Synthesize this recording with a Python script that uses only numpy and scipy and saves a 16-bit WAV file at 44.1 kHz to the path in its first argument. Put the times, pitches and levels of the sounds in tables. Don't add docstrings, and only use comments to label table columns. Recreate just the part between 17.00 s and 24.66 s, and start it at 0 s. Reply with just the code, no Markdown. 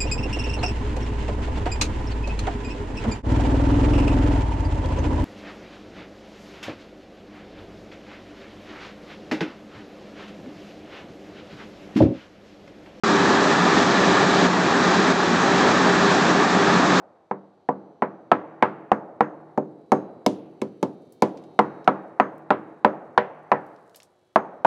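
import sys
import numpy as np
from scipy import signal
from scipy.fft import rfft, irfft, next_fast_len
from scipy.io import wavfile
from scipy.ndimage import uniform_filter1d

SR = 44100
rng = np.random.default_rng(int(sys.argv[2]) if len(sys.argv) > 2 else 0)


def dump_mix(stems):
    frames = np.atleast_2d(stems).T
    limited = np.clip(frames, -1, 1)
    pcm = np.round(limited * 32767).astype(np.int16)
    wavfile.write(sys.argv[1], SR, pcm)


N = 337806

# start in seconds, the panel's share of
# the knock in dB, its pitch in Hz, its t60 in seconds, knock in dB, edge where the knock dulls in Hz,
# then thud, clack, hammer-head ring, low shell ring and hollow ring, all in dB.
TAPS = [(-0.14, 17, 815, .05, -18.5, 1370, -28.5, -91, -90, -47, -55.5),
        (0.312, 9.5, 945, 0.035, -23.5, 1210, -27, -92.5, -99, -44, -72),
        (0.688, 14, 765, 0.012, -16.5, 900, -20.5, -76.5, -84, -41, -50.5),
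        (1.022, 11.5, 790, 0.015, -18.5, 1560, -20.5, -79, -99, -44, -46),
        (1.316, 11.5, 701, 0.045, -11, 1960, -17.5, -66.5, -70.5, -51.5, -42),
        (1.625, 9, 710, 0.025, -13, 2530, -17, -69.5, -75, -43, -42.5),
        (1.917, 21, 778, 0.031, -11.5, 1150, -18, -64.5, -70, -49.5, -46),
        (2.207, 22, 787, 0.044, -13, 1400, -18, -68, -67, -51.5, -40.5),
        (2.576, 8, 780, 0.045, -16.5, 680, -17.5, -73.5, -73, -48.5, -50),
        (2.919, 5, 761, 0.095, -12.5, 1060, -13, -54.5, -56.5, -38, -43.5),
        (3.263, 9.5, 740, 0.038, -16.5, 864, -13.5, -44.5, -77, -39, -43.5),
        (3.617, 1, 560, 0.017, -35.5, 4990, -20, -61, -88, -47, -67),
        (3.828, 4.5, 587, .04, -23, 967, -17, -57.5, -90.5, -46, -67),
        (4.222, 11, 740, .013, -13, 900, -13, -50, -79, -42.5, -43.5),
        (4.591, 9.5, 746, 0.046, -11.5, 1870, -14.5, -59, -68.5, -43, -43.5),
        (4.876, 12.5, 750, 0.061, -11, 1775, -18, -63.5, -72, -37.5, -43.5),
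        (5.199, 15.5, 753, 0.028, -12.5, 1830, -18.5, -68, -63.5, -46, -42),
        (5.505, 11, 786, 0.05, -14.5, 2170, -17.5, -71, -94, -48.5, -43.5),
        (5.847, 11.5, 930, 0.031, -11, 1760, -16, -63, -68.5, -46.5, -42),
        (6.177, 12, 1088, 0.026, -11.5, 2460, -22.5, -71, -89.5, -52, -46.5),
        (6.517, 10.5, 1150, 0.029, -13.5, 1930, -21.5, -69, -75.5, -58, -63.5),
        (7.359, 8, 655, 0.056, -11.5, 1560, -19.5, -67, -63, -59, -51),
        (7.648, 11, 676, .022, -9, 1170, -24, -64, -69, -43, -49.5)]
# pitch in Hz, relative level in dB, t60 in seconds.
HULL_MODES = [(112.8, -1, 0.3), (149, -3.5, .25), (200, -0.5, 0.022), (212.1, 4.5, 0.14),
              (267.1, -2.5, 0.21), (304, -7, 0.38), (333.2, -5, 0.13), (388.1, -2, 0.22), (451.4, -7, 0.12),
              (485, 0, .15), (538, -4, 0.17), (604, -2.5, .14), (623, -9.5, 0.047), (720, -9.5, 0.06),
              (738, -5.5, 0.068), (834, -14.5, 0.097), (887, 0, 0.089), (984.6, 4, 0.077),
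              (1046.5, 0, 0.073), (1144, -11, 0.15), (1300, -4.5, 0.087), (1570, -8, 0.011),
              (2190, -7, 0.036), (2750, -3.5, 0.0061), (3430, -9, 0.016), (3700, -3.5, 0.012),
              (4370, -8, 0.009), (5230, 1.5, 0.017), (6140, -4, 0.019), (6550, -12.5, 0.011),
              (7660, -9, .02)]
# frequency in Hz, t60 in seconds.
CRACK_DECAY = [(150, 0.26), (400, 0.36), (1000, 0.27), (2000, 0.17), (4000, 0.14), (8000, 0.032),
               (14000, 0.054)]
# frequency in Hz, relative level in dB.
KNOCK_SPECTRUM = [(170, -17), (330, -16.5), (520, -4), (800, 0), (1200, -4.5), (1800, -12), (7000, -29)]
THUD_SPECTRUM = [(170, -3), (330, -0.5), (520, -5), (800, -21), (1200, -30.5), (7000, -77.5)]
CLACK_SPECTRUM = [(1800, 4.4), (3500, 6.1), (7000, 0.28)]
COLOUR_HZ = np.array([30, 70, 170, 330, 520, 800, 1200, 1800, 3500, 7000, 16000])
# pitch in Hz, relative level in dB, t60 in seconds,
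# which ring level of the tap drives it (0 hammer head, 1 low shell, 2 hollow).
RING_MODES = [(6450, 0, .3, 0), (195, 8, .5, 1), (326, -1, 2.0, 2), (152, -6, 1.5, 2)]
# frequency in Hz, t60 in seconds, relative level in dB, left-right likeness.
SHOP_ECHO = [(80, 2.3, 6.5, 1), (189.7, 0.71, 5.5, 1), (460, 1.44, 2, 1), (920, 1.2, -6, 0.99),
             (1880, 1.37, -6, 0.96), (3950, 0.42, 1, 0.9), (8200, 0.18, 11.5, .9), (13820, 0.63, -8, .9)]
# frequency in Hz, relative level in dB.
AIR_SPECTRUM = [(30, -29.5), (100, -3), (185, -8), (360, -3.5), (800, -11), (2000, -22), (4000, -27.5),
                (8000, -37), (14000, -53.5)]
# harmonic number, relative level in dB.
BUZZ_HARMONICS = [(6, 2.5), (19, -2.5), (22, -6.5), (23, -10), (25, -4.5), (26, -4), (28, -3.5), (30, -8),
                  (31, -3.5), (32, 0.5), (33, -3), (34, -8), (35, -4), (36, -4), (37, -5.5), (38, -6),
                  (39, -8.5), (41, -10), (45, -12), (50, -6), (55, -15)]
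# time in seconds, gain in dB.
BUZZ_FADER = [(0, -84), (1, -75), (2, -84), (3.2, -74), (4.6, -66), (5.2, -79.5), (6.5, -76.5),
              (7.66, -74.5)]
# time in seconds, level in dB.
RUSTLE_FADER = [(0, -101), (3.301, -87.5), (4.2, -82), (5, -86), (6.4, -88), (6.95, -79), (7.1, -83),
                (7.66, -89)]
# start in seconds, peak level in dB, centre in Hz.
TICKS = [(4.123, -52, 9770), (4.373, -49, 3620), (4.438, -55, 4050), (4.8444, -51, 3960),
         (5.38, -61.5, 10600), (6.6643, -64, 10300), (6.762, -59.5, 3660), (6.8955, -60.5, 6500),
         (6.9463, -47.5, 3970), (6.9594, -42, 9100), (6.969, -50, 6960), (7.002, -44, 4040),
         (7.0217, -50, 3870), (7.031, -47, 6700)]

LEAD = SR // 2
SOFT_CLACK_DB, LIFT_PER_DB, UPPER_HZ = -53, 0.62, 1500
DULL_STEEPNESS = 4.04
SHOP_SEND_DB, AIR_DB = -19.5, -70
BUZZ_HZ, HUM_DB = 119.95, -71.5
TICK_T60_S, TOP_HZ = 0.12, 16100
SIDE = np.array([[1], [-1]])


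def gain_of(db):
    return 10 ** (np.asarray(db) / 20)


def read(table, hz, column=1):
    table = np.array(table)
    return np.interp(np.log(hz + 1), np.log(table[:, 0] + 1), table[:, column])


def band(x, edges_hz):
    return signal.lfilter(*signal.butter(2, edges_hz, "bandpass", fs=SR), x)


def add(mix, start_s, sound):
    part = mix[..., LEAD + round(start_s * SR):][..., :sound.shape[-1]]
    part += sound[..., :part.shape[-1]]


def dying_noise(t60, db, count, size):
    hz, t, frames = signal.stft(rng.standard_normal((2, count)), SR, nperseg=size)
    return hz, frames * gain_of(db(hz)[:, None] - 60 * t / t60(hz)[:, None])


def spot_colour(knock_db, edge_hz, thud_db, clack_db):
    hz = COLOUR_HZ[2:-1]
    knock = gain_of(knock_db + read(KNOCK_SPECTRUM, hz)) ** 2 / (1 + (hz / edge_hz) ** DULL_STEEPNESS)
    thud = gain_of(thud_db + read(THUD_SPECTRUM, hz)) ** 2
    clack = gain_of(clack_db + read(CLACK_SPECTRUM, hz)) ** 2
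    db = 10 * np.log10(knock + thud + clack)
    top_db = db[-1] - 13.5 + 0.12 * (db[-1] - db[-2])
    return np.r_[db[0] - 46, db[0] - 19, db, top_db]


def coloured(x, colour_db):
    size = 2 ** 14
    log_hz = np.log(np.fft.rfftfreq(size, 1 / SR) + 1)
    bands = np.array([np.interp(log_hz, np.log(COLOUR_HZ + 1), one) for one in np.eye(len(COLOUR_HZ))])
    spectrum, eq_db = rfft(x, size), np.zeros(len(COLOUR_HZ))
    for _ in range(3):
        power = abs(spectrum.mean(0) * gain_of(eq_db @ bands)) ** 2 / SR
        eq_db += colour_db - 10 * np.log10(bands @ power / bands.sum(1))
    log_gain = np.log(gain_of(eq_db @ bands))
    log_response = np.conj(signal.hilbert(np.r_[log_gain, log_gain[-2:0:-1]]))[:len(log_hz)]
    return irfft(spectrum * np.exp(log_response), size)[:, :x.shape[1]]


def hull_shell(t, lift_db):
    hz, db, t60 = np.transpose(HULL_MODES)[..., None]
    strength, direction = rng.standard_normal((2, *hz.shape))
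    share = np.sign(direction) * gain_of(db + 3.4 * strength + lift_db * (hz > UPPER_HZ))
    modes = share * gain_of(-60 * t / t60) * np.sin(2 * np.pi * hz * t)
    return modes.sum(0) * (1 - np.exp(-t / 0.00083))


def contact_crack(t):
    _, frames = dying_noise(lambda f: read(CRACK_DECAY, f), np.zeros_like, len(t), size=128)
    noise = signal.istft(frames, SR, nperseg=128)[1][:, :len(t)]
    mid, side = noise * (1 + gain_of(13 - 60 * t / 0.023))
    return mid + gain_of(-19.5) * SIDE * side


def hammer_tap(panel_db, panel_hz, panel_t60, knock_db, edge_hz, thud_db, clack_db):
    t = np.arange(round(.3 * SR)) / SR
    panel = gain_of(panel_db - 60 * t / panel_t60) * np.sin(2 * np.pi * panel_hz * t)
    shell = hull_shell(t, lift_db=LIFT_PER_DB * max(clack_db - knock_db - SOFT_CLACK_DB, 0))
    crack = gain_of(4.5) * contact_crack(t)
    blow = signal.unit_impulse(len(t))[None]
    hold = 1 + 0.29 / (1 + np.exp(np.minimum((t - .009) / 0.0063, 50)))
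    fade_out = np.minimum(t[::-1] * 20, 1)
    knock = ((shell + panel + crack) * hold + gain_of(26.5) * blow) * fade_out
    colour_db = spot_colour(knock_db, edge_hz, thud_db, clack_db)
    return coloured(knock, colour_db), coloured(blow, colour_db)[0]


def after_ring(*drive_db):
    t = np.arange(round(.8 * SR)) / SR
    ring = np.zeros(len(t))
    for hz, db, t60, driver in RING_MODES:
        envelope = gain_of(drive_db[int(driver)] + db - 60 * t / t60) * (1 - np.exp(-t * hz / 2))
        ring += envelope * np.sin(2 * np.pi * hz * t)
    return ring * np.minimum(t[::-1] * 10, 1)


def shop_echo(send):
    hz, (left, other) = dying_noise(lambda f: read(SHOP_ECHO, f), lambda f: read(SHOP_ECHO, f, column=2),
                                    count=SR * 3 // 2, size=512)
    likeness = np.clip(read(SHOP_ECHO, hz, column=3), 0, 1)[:, None]
    right = likeness * left + np.sqrt(1 - likeness ** 2) * other
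    tail = signal.istft(np.array([left, right]), SR, nperseg=512)[1]
    tail *= 1 - np.exp(-np.arange(tail.shape[1]) / SR / 0.0025)
    return signal.fftconvolve(send[None], tail / np.linalg.norm(tail[0]), axes=1)[:, :len(send)]


def still_air():
    size = next_fast_len(N)
    colour = gain_of(read(AIR_SPECTRUM, np.fft.rfftfreq(size, 1 / SR)))
    mid, side = irfft(rfft(rng.standard_normal((2, size))) * colour, size)[:, :N]
    return gain_of(AIR_DB) * np.array([mid + 0.17 * side, mid - .2 * side]) / mid.std()


def ballast_buzz():
    t = np.arange(N) / SR
    harmonics, db = np.transpose(BUZZ_HARMONICS)
    waver_s = np.linspace(0, N / SR, 24)
    wavers = gain_of(db[:, None] + 4 * rng.standard_normal((len(db), len(waver_s))))
    buzz = np.zeros(N)
    for harmonic, waver in zip(harmonics, wavers):
        buzz += np.interp(t, waver_s, waver) * np.sin(2 * np.pi * (harmonic * BUZZ_HZ * t + rng.random()))
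    fader_s, fader_db = np.transpose(BUZZ_FADER)
    hum = gain_of(HUM_DB) * np.sin(2 * np.pi * 3 * BUZZ_HZ * t)
    return np.interp(t, fader_s, gain_of(fader_db)) * buzz / np.sqrt(len(db)) + hum


def rustle(grains_per_s=1500):
    onsets = gain_of(3 * np.minimum(rng.exponential(1, N), 4)) * (rng.random(N) < grains_per_s / SR)
    t = np.arange(N) / SR
    envelope = signal.oaconvolve(onsets, gain_of(-60 * t[:600] / .012))[:N]
    grains = band(envelope * rng.standard_normal(N), [3500, 11000])
    return gain_of(np.interp(t, *np.transpose(RUSTLE_FADER))) * grains / grains.std()


def dry_tick(db, hz):
    t = np.arange(3000) / SR
    mid, side = rng.standard_normal((2, len(t)))
    envelope = gain_of(-60 * t / 0.012) + gain_of(-11 - 60 * t / TICK_T60_S)
    snap = band((mid + 0.17 * SIDE * side) * envelope, [hz * .45, min(hz * 1.5, SR / 3)])
    peak = np.sqrt(2 * uniform_filter1d(snap ** 2, size=176).max() + 1e-20)
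    return gain_of(db) * snap / peak


def scene():
    mix, sends = np.zeros((2, N + LEAD)), np.zeros((3, N + LEAD))
    for k, (start_s, *spot, head_db, shell_db, hollow_db) in enumerate(TAPS):
        knock, blow = hammer_tap(*spot)
        add(mix, start_s, knock)
        add(mix, start_s, after_ring(head_db, shell_db, hollow_db))
        add(sends[k % len(sends)], start_s, gain_of(SHOP_SEND_DB) * blow)
    for start_s, db, hz in TICKS:
        add(mix, start_s, dry_tick(db, hz))
    mix += sum(shop_echo(send) for send in sends)
    return mix[:, LEAD:] * gain_of(-.15 * SIDE) + rustle() + ballast_buzz() + still_air()


def record(dry):
    ceiling, knee = .98, 3.5
    squeezed = dry / (1 + abs(dry / ceiling) ** knee) ** (1 / knee)
    bass_cut = signal.lfilter(*signal.butter(1, 45, "highpass", fs=SR), squeezed)
    top_cut = signal.firwin(255, TOP_HZ, window=("kaiser", 9), fs=SR)
    return signal.oaconvolve(bass_cut, top_cut[None], "same")


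dry = scene()
out = record(dry)
dump_mix(out)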